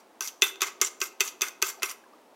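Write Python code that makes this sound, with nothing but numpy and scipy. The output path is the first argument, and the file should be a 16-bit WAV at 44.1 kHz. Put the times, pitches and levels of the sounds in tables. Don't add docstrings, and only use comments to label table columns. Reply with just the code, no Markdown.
import sys
import numpy as np
from scipy import signal
from scipy.fft import rfft, irfft, next_fast_len
from scipy.io import wavfile
from scipy.ndimage import map_coordinates

SR = 44100
rng = np.random.default_rng(int(sys.argv[2]) if len(sys.argv) > 2 else 0)


def amplitude_ratio(level_db):
    exponent = np.asarray(level_db, float) / 20
    return 10 ** exponent


def output_pcm(signal):
    pcm = np.clip(np.atleast_2d(signal).T, -1, 1) * 32767
    wavfile.write(sys.argv[1], SR, np.round(pcm).astype(np.int16))


N = 103635

# length in seconds, pressure in dB at start, pressure in dB at end,
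# brightness in dB, tine tips in dB.
SCRAPES = [
    (0.079, -33.5, -37.5, 2, 0),
    (0.075, -27, -40.5, -3, 6),
    (0.073, -25.5, -38.5, 0.5, -7),
    (0.052, -26.5, -34.5, 2, -9.5),
    (0.053, -29, -41, 1.5, -0.5),
    (.088, -32, -40.5, 1.5, 1.5),
    (0.067, -29.5, -39, -1, 2.5),
    (0.08, -37, -34, 3.5, 0.5),
    (0.085, -37, -37, 0, 5),
]
LEAD_IN_S = [.4135, .6045, .800, 1.002, 1.198, 1.4098, 1.617, 1.8203]
# pressure in dB, brightness in dB.
LEAD_INS = [
    (-38, 3),
    (-32.5, -1.5),
    (-53.5, -13),
    (-32, 2.5),
    (-34.5, -4.5),
    (-37.5, -5.5),
    (-29.5, 0),
    (-26, -3.5),
]
# centre in Hz, width in Hz, level in dB.
RUBBED_BOWL = [(1169, 300, -1), (1520, 140, -2.5), (2100, 67, 4.5), (2440, 390, -9), (3148, 900, -7)]
# centre in Hz, width in Hz, level in dB.
RUBBED_TINES = [(4850, 680, -13), (5715, 84, 0.5), (6555, 88, -11.5), (6110, 840, -5), (7250, 410, -3)]
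# centre in Hz, width in Hz, level in dB.
RUBBED_TIPS = [(8450, 240, -9.5), (10020, 540, -11), (11900, 440, -6.5), (13070, 510, -14),
               (14700, 1400, -19.5)]
# frequency in Hz, t60 in seconds.
KITCHEN_T60_S = [(300, 0.86), (2000, 0.38), (7300, .3), (8500, 0.3), (15000, 0.25)]
# frequency in Hz, level in dB.
HUM_SPECTRUM = [(30, 1.5), (150, -16), (230, 1), (420, -0.5), (950, -3.5), (1500, -13.5), (4000, -21.5),
                (15500, -30.5)]
BLOW_S = [.2072, .4206, .6177, .8143, 1.0153, 1.2061, 1.4182, 1.6246, 1.8309]
# tines in dB, bowl rim in dB, wall in dB, foot in dB, counter thump in dB.
BLOW_LEVELS = [
    (-10.5, -27, -35.5, -45.5, -32),
    (0, -23.5, -18.5, -14.5, -18.5),
    (-1.5, -18.5, -23.5, -31.5, -15.5),
    (1, -24.5, -32, -36, -18.5),
    (-6.5, -28.5, -26.5, -53, -21),
    (-1, -26.5, -20.5, -31.5, -20.5),
    (-1.5, -33.5, -21.5, -29, -22.5),
    (-2.5, -21.5, -25, -37.5, -21.5),
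    (-3.5, -26.5, -25.5, -39, -20),
]
# centre in Hz, width in Hz, level in dB.
CRACK_PEAKS = [(1300, 440, -13), (2950, 790, -4), (6100, 9000, -11), (12000, 5000, -12)]
# frequency in Hz, level in dB, t60 in seconds.
TINE_MODES = [(4624, 1.5, 0.013), (4980, -1.5, 0.012), (5850, -5.5, 0.036), (6125, 9, 0.013),
              (6670, -2, 0.023), (7104, 0, 0.017), (7550, -11.5, 0.037), (8700, -13.5, .015),
              (9460, -10.5, 0.01), (9970, -15, 0.017), (12050, -6, .015), (13360, -13, .012),
              (14600, -3, .01)]
# frequency in Hz, level in dB, t60 in seconds.
RIM_MODES = [(1010, -13, .06), (1120, -7, .075), (1250, 0, .07), (1300, -5, .06), (1560, -6, .095)]
# frequency in Hz, level in dB, t60 in seconds.
WALL_MODES = [(2000, -9, .075), (2115, -9, .07), (2380, -10, .055), (2505, -2, .07), (2630, 0, .075),
              (2820, -11, .06)]
# frequency in Hz, level in dB, t60 in seconds.
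FOOT_MODES = [(3340, -7, .06), (3450, -1, .09), (3520, 0, .1), (3600, -1, .085)]
# frequency in Hz, level in dB, t60 in seconds.
THUMP_MODES = [(385, 0, .05), (412, -4, .04)]
TOUCH_S = [.2225, .237, .2565, .271, .2745, .281, .285, .468, .481, .557, .608, 1.276, 1.287, 1.394, 1.4098,
           1.483, 1.689, 1.700, 1.8955, 1.902, 1.912]
# level in dB, brightness in dB.
TOUCH_LEVELS = [(-29, 8), (-35.5, 5.5), (-39.5, 5.5), (-44.5, 4.5), (-25.5, 8), (-31, 9.5), (-34, 5),
                (-33, 6.5), (-33, 5.5), (-36.5, -3), (-22.5, 0), (-36.5, 15), (-35.5, 7), (-58, 7),
                (-21, 0.5), (-29.5, 6), (-37, 10), (-56, 10), (-34.5, 10.5), (-36, 7), (-45, 3)]
# start in seconds, level in dB, pitch in Hz.
BUBBLES = [(1.137, -43, 850), (1.6, -47, 1300), (1.773, -40, 850), (1.783, -40, 700), (1.791, -39, 620),
           (1.7975, -36, 4450), (2.038, -41, 1550), (2.039, -50, 2700), (2.058, -44, 950),
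           (2.134, -41, 1130), (2.135, -49, 4900), (2.326, -43, 600)]

RUB_RISE_S, RUB_FALL_T60_S = 0.0017, 0.08
GRIT_DB, RUB_FLUTTER_DB, CLUMP_DB, ANGLE_DB = 2.8, 1.6, 3.2, 2.5
SAG_DB = 2
EARLIER_DB = -43
KITCHEN_DB, KITCHEN_GAP_S = -13, 0.004
HUM_DB = -56
PLACE_DB = 2.5
SLOSH_RAD = 1.7
CRACK_DB, CRACK_T60_S = 11, 0.0018
THUMP_RISE_S = 0.004
TOUCH_DAMPING = 0.9
BUBBLE_CYCLES, BUBBLE_RISE = 12, 0.06
MIC_LOW_HZ, MIC_TOP_HZ = 200, 15900


def unit(x):
    return x / np.sqrt(np.mean(x ** 2) + 1e-20)


def along(points, hz):
    f, v = np.transpose(points)
    return np.interp(np.log(hz + 1), np.log(f + 1), v)


def wobble(rate_hz):
    knots = rng.standard_normal(int(N * rate_hz / SR) + 4)
    return map_coordinates(knots, [np.arange(N) * rate_hz / SR])


def filtered(x, response):
    m = next_fast_len(N + SR // 2)
    return irfft(rfft(x, m) * response(np.fft.rfftfreq(m, 1 / SR)), m)[..., :N]


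def resonant(x, peaks):
    def response(f):
        total = 0
        for k, (centre_hz, width_hz, db) in enumerate(peaks):
            loss = 1j * f * width_hz
            total = total + (-1) ** k * amplitude_ratio(db) * loss / (centre_hz ** 2 - f * f + loss)
        return total
    return filtered(x, response)


def add(track, start_s, sound):
    track[round(start_s * SR):][:len(sound)] += sound


def scrapes():
    t = np.arange(N) / SR
    parts = (RUBBED_BOWL, RUBBED_TINES, RUBBED_TIPS)
    slides = [(-0.037, 0.026, EARLIER_DB, EARLIER_DB, 1, -5)]
    slides += [(s, *row) for s, row in zip(BLOW_S, SCRAPES)]
    for s, end_s, (db, bright_db) in zip(LEAD_IN_S, BLOW_S[1:], LEAD_INS):
        slides.append((s, end_s - s, db, db - 8, bright_db, -3))

    drives = np.zeros((len(parts), N))
    for s, length_s, start_db, end_db, bright_db, tips_db in slides:
        u = t - s
        progress = np.clip(u / length_s, 0, 1)
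        db = start_db + (end_db - start_db) * progress - SAG_DB * np.sin(np.pi * progress)
        db -= 60 * np.clip(u - length_s, 0, 9) / RUB_FALL_T60_S
        pressure = amplitude_ratio(db) * np.clip(u / RUB_RISE_S, 0, 1)
        drives += pressure * amplitude_ratio([[-bright_db], [bright_db], [bright_db + tips_db]])

    out = 0
    grit = unit(amplitude_ratio(GRIT_DB * wobble(900) + RUB_FLUTTER_DB * wobble(120)))
    for pressure, peaks in zip(drives, parts):
        for peak in peaks:
            noise = rng.standard_normal(N)
            clumps = unit(noise * amplitude_ratio(CLUMP_DB * wobble(59.82) + ANGLE_DB * wobble(6.78)))
            out = out + resonant(3 * pressure * grit * clumps, [peak])
    return out


def kitchen(x):
    out = np.zeros(N + 2 * SR)
    edges = [0] + [round((s - 0.03) * SR) for s in BLOW_S[1:]] + [N]
    for a, b in zip(edges, edges[1:]):
        hz, t, z = signal.stft(rng.standard_normal(SR // 2), SR, nperseg=256)
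        decay = amplitude_ratio(-60 * t / along(KITCHEN_T60_S, hz)[:, None])
        tail = signal.istft(z * decay, SR, nperseg=256)[1]
        add(out, a / SR + KITCHEN_GAP_S, signal.fftconvolve(x[a:b], tail / np.linalg.norm(tail)))
    return amplitude_ratio(KITCHEN_DB) * out[:N]


def hum():
    air = unit(filtered(rng.standard_normal(N), lambda hz: amplitude_ratio(along(HUM_SPECTRUM, hz))))
    return amplitude_ratio(HUM_DB + 0.8 * wobble(5.2)) * air


def ring(modes, t, damping=1):
    hz, db, t60_s = np.transpose(modes)[:, :, None]
    luck = rng.standard_normal((len(modes), 2, 1))
    walk = np.cumsum(rng.standard_normal((len(modes), len(t))), 1) / np.sqrt(SR / 10)
    drift = SLOSH_RAD * np.sqrt(hz / 1000) * walk
    tones = np.sin(2 * np.pi * hz * (1 + 0.0039 * luck[:, 0]) * t + drift)
    decay = amplitude_ratio(db + PLACE_DB * luck[:, 1] - 60 * damping * t / t60_s)
    return (decay * tones).sum(0) / np.linalg.norm(amplitude_ratio(db))


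def blows():
    out, cracks = np.zeros(N + SR), np.zeros(N + SR)
    t = np.arange(SR // 4) / SR
    onset = 1 - np.exp(-t / 0.00049)
    for s, (tines_db, rim_db, wall_db, foot_db, thump_db) in zip(BLOW_S, BLOW_LEVELS):
        crack = amplitude_ratio(tines_db - 7 + CRACK_DB - 60 * t / CRACK_T60_S) * rng.standard_normal(len(t))
        add(cracks, s, crack)
        rim = amplitude_ratio(rim_db + 1) * ring(RIM_MODES, t) * (1 - np.exp(-t / 0.002))
        wall = amplitude_ratio(wall_db + 4) * ring(WALL_MODES, t)
        foot = amplitude_ratio(foot_db + 2) * ring(FOOT_MODES, t)
        thump = amplitude_ratio(thump_db) * ring(THUMP_MODES, t) * (1 - np.exp(-t / THUMP_RISE_S)) ** 2
        tines = amplitude_ratio(tines_db - 5.5) * ring(TINE_MODES, t)
        add(out, s, (tines + rim + wall + foot) * onset + thump)
    return out[:N] + resonant(cracks[:N], CRACK_PEAKS)


def touches():
    out, t = np.zeros(N + SR), np.arange(SR // 10) / SR
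    onset = 1 - np.exp(-t / 0.0004)
    for s, (db, bright_db) in zip(TOUCH_S, TOUCH_LEVELS):
        bowl = ring(WALL_MODES + FOOT_MODES, t, damping=7.5) + 0.31 * ring(RIM_MODES, t, damping=2.9)
        tines = ring(TINE_MODES, t, damping=TOUCH_DAMPING)
        add(out, s, amplitude_ratio(db) * onset * (amplitude_ratio(bright_db) * tines + amplitude_ratio(-bright_db) * bowl))
    return out[:N]


def bubbles():
    out, t = np.zeros(N + SR), np.arange(SR // 20) / SR
    for s, db, hz in BUBBLES:
        u = t * hz / BUBBLE_CYCLES
        tone = np.sin(2 * np.pi * hz * t * (1 + BUBBLE_RISE * u))
        add(out, s, 4 * amplitude_ratio(db) * u * np.exp(-4 * u) * tone)
    return out[:N]


def scene():
    near = blows() + touches() + scrapes() + bubbles()
    return (near + kitchen(near) + hum())[None]


def roll_off(x):
    return signal.sosfilt(signal.butter(12, 16980, fs=SR, output="sos"), x)


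def record(dry):
    def microphone(hz):
        bass_cut = (1j * hz / (MIC_LOW_HZ + 1j * hz)) ** 2
        return bass_cut * np.where(hz < MIC_TOP_HZ, 1, 0.12)
    thin = filtered(dry, microphone)
    return roll_off(thin)


dry = scene()
out = record(dry)
output_pcm(out)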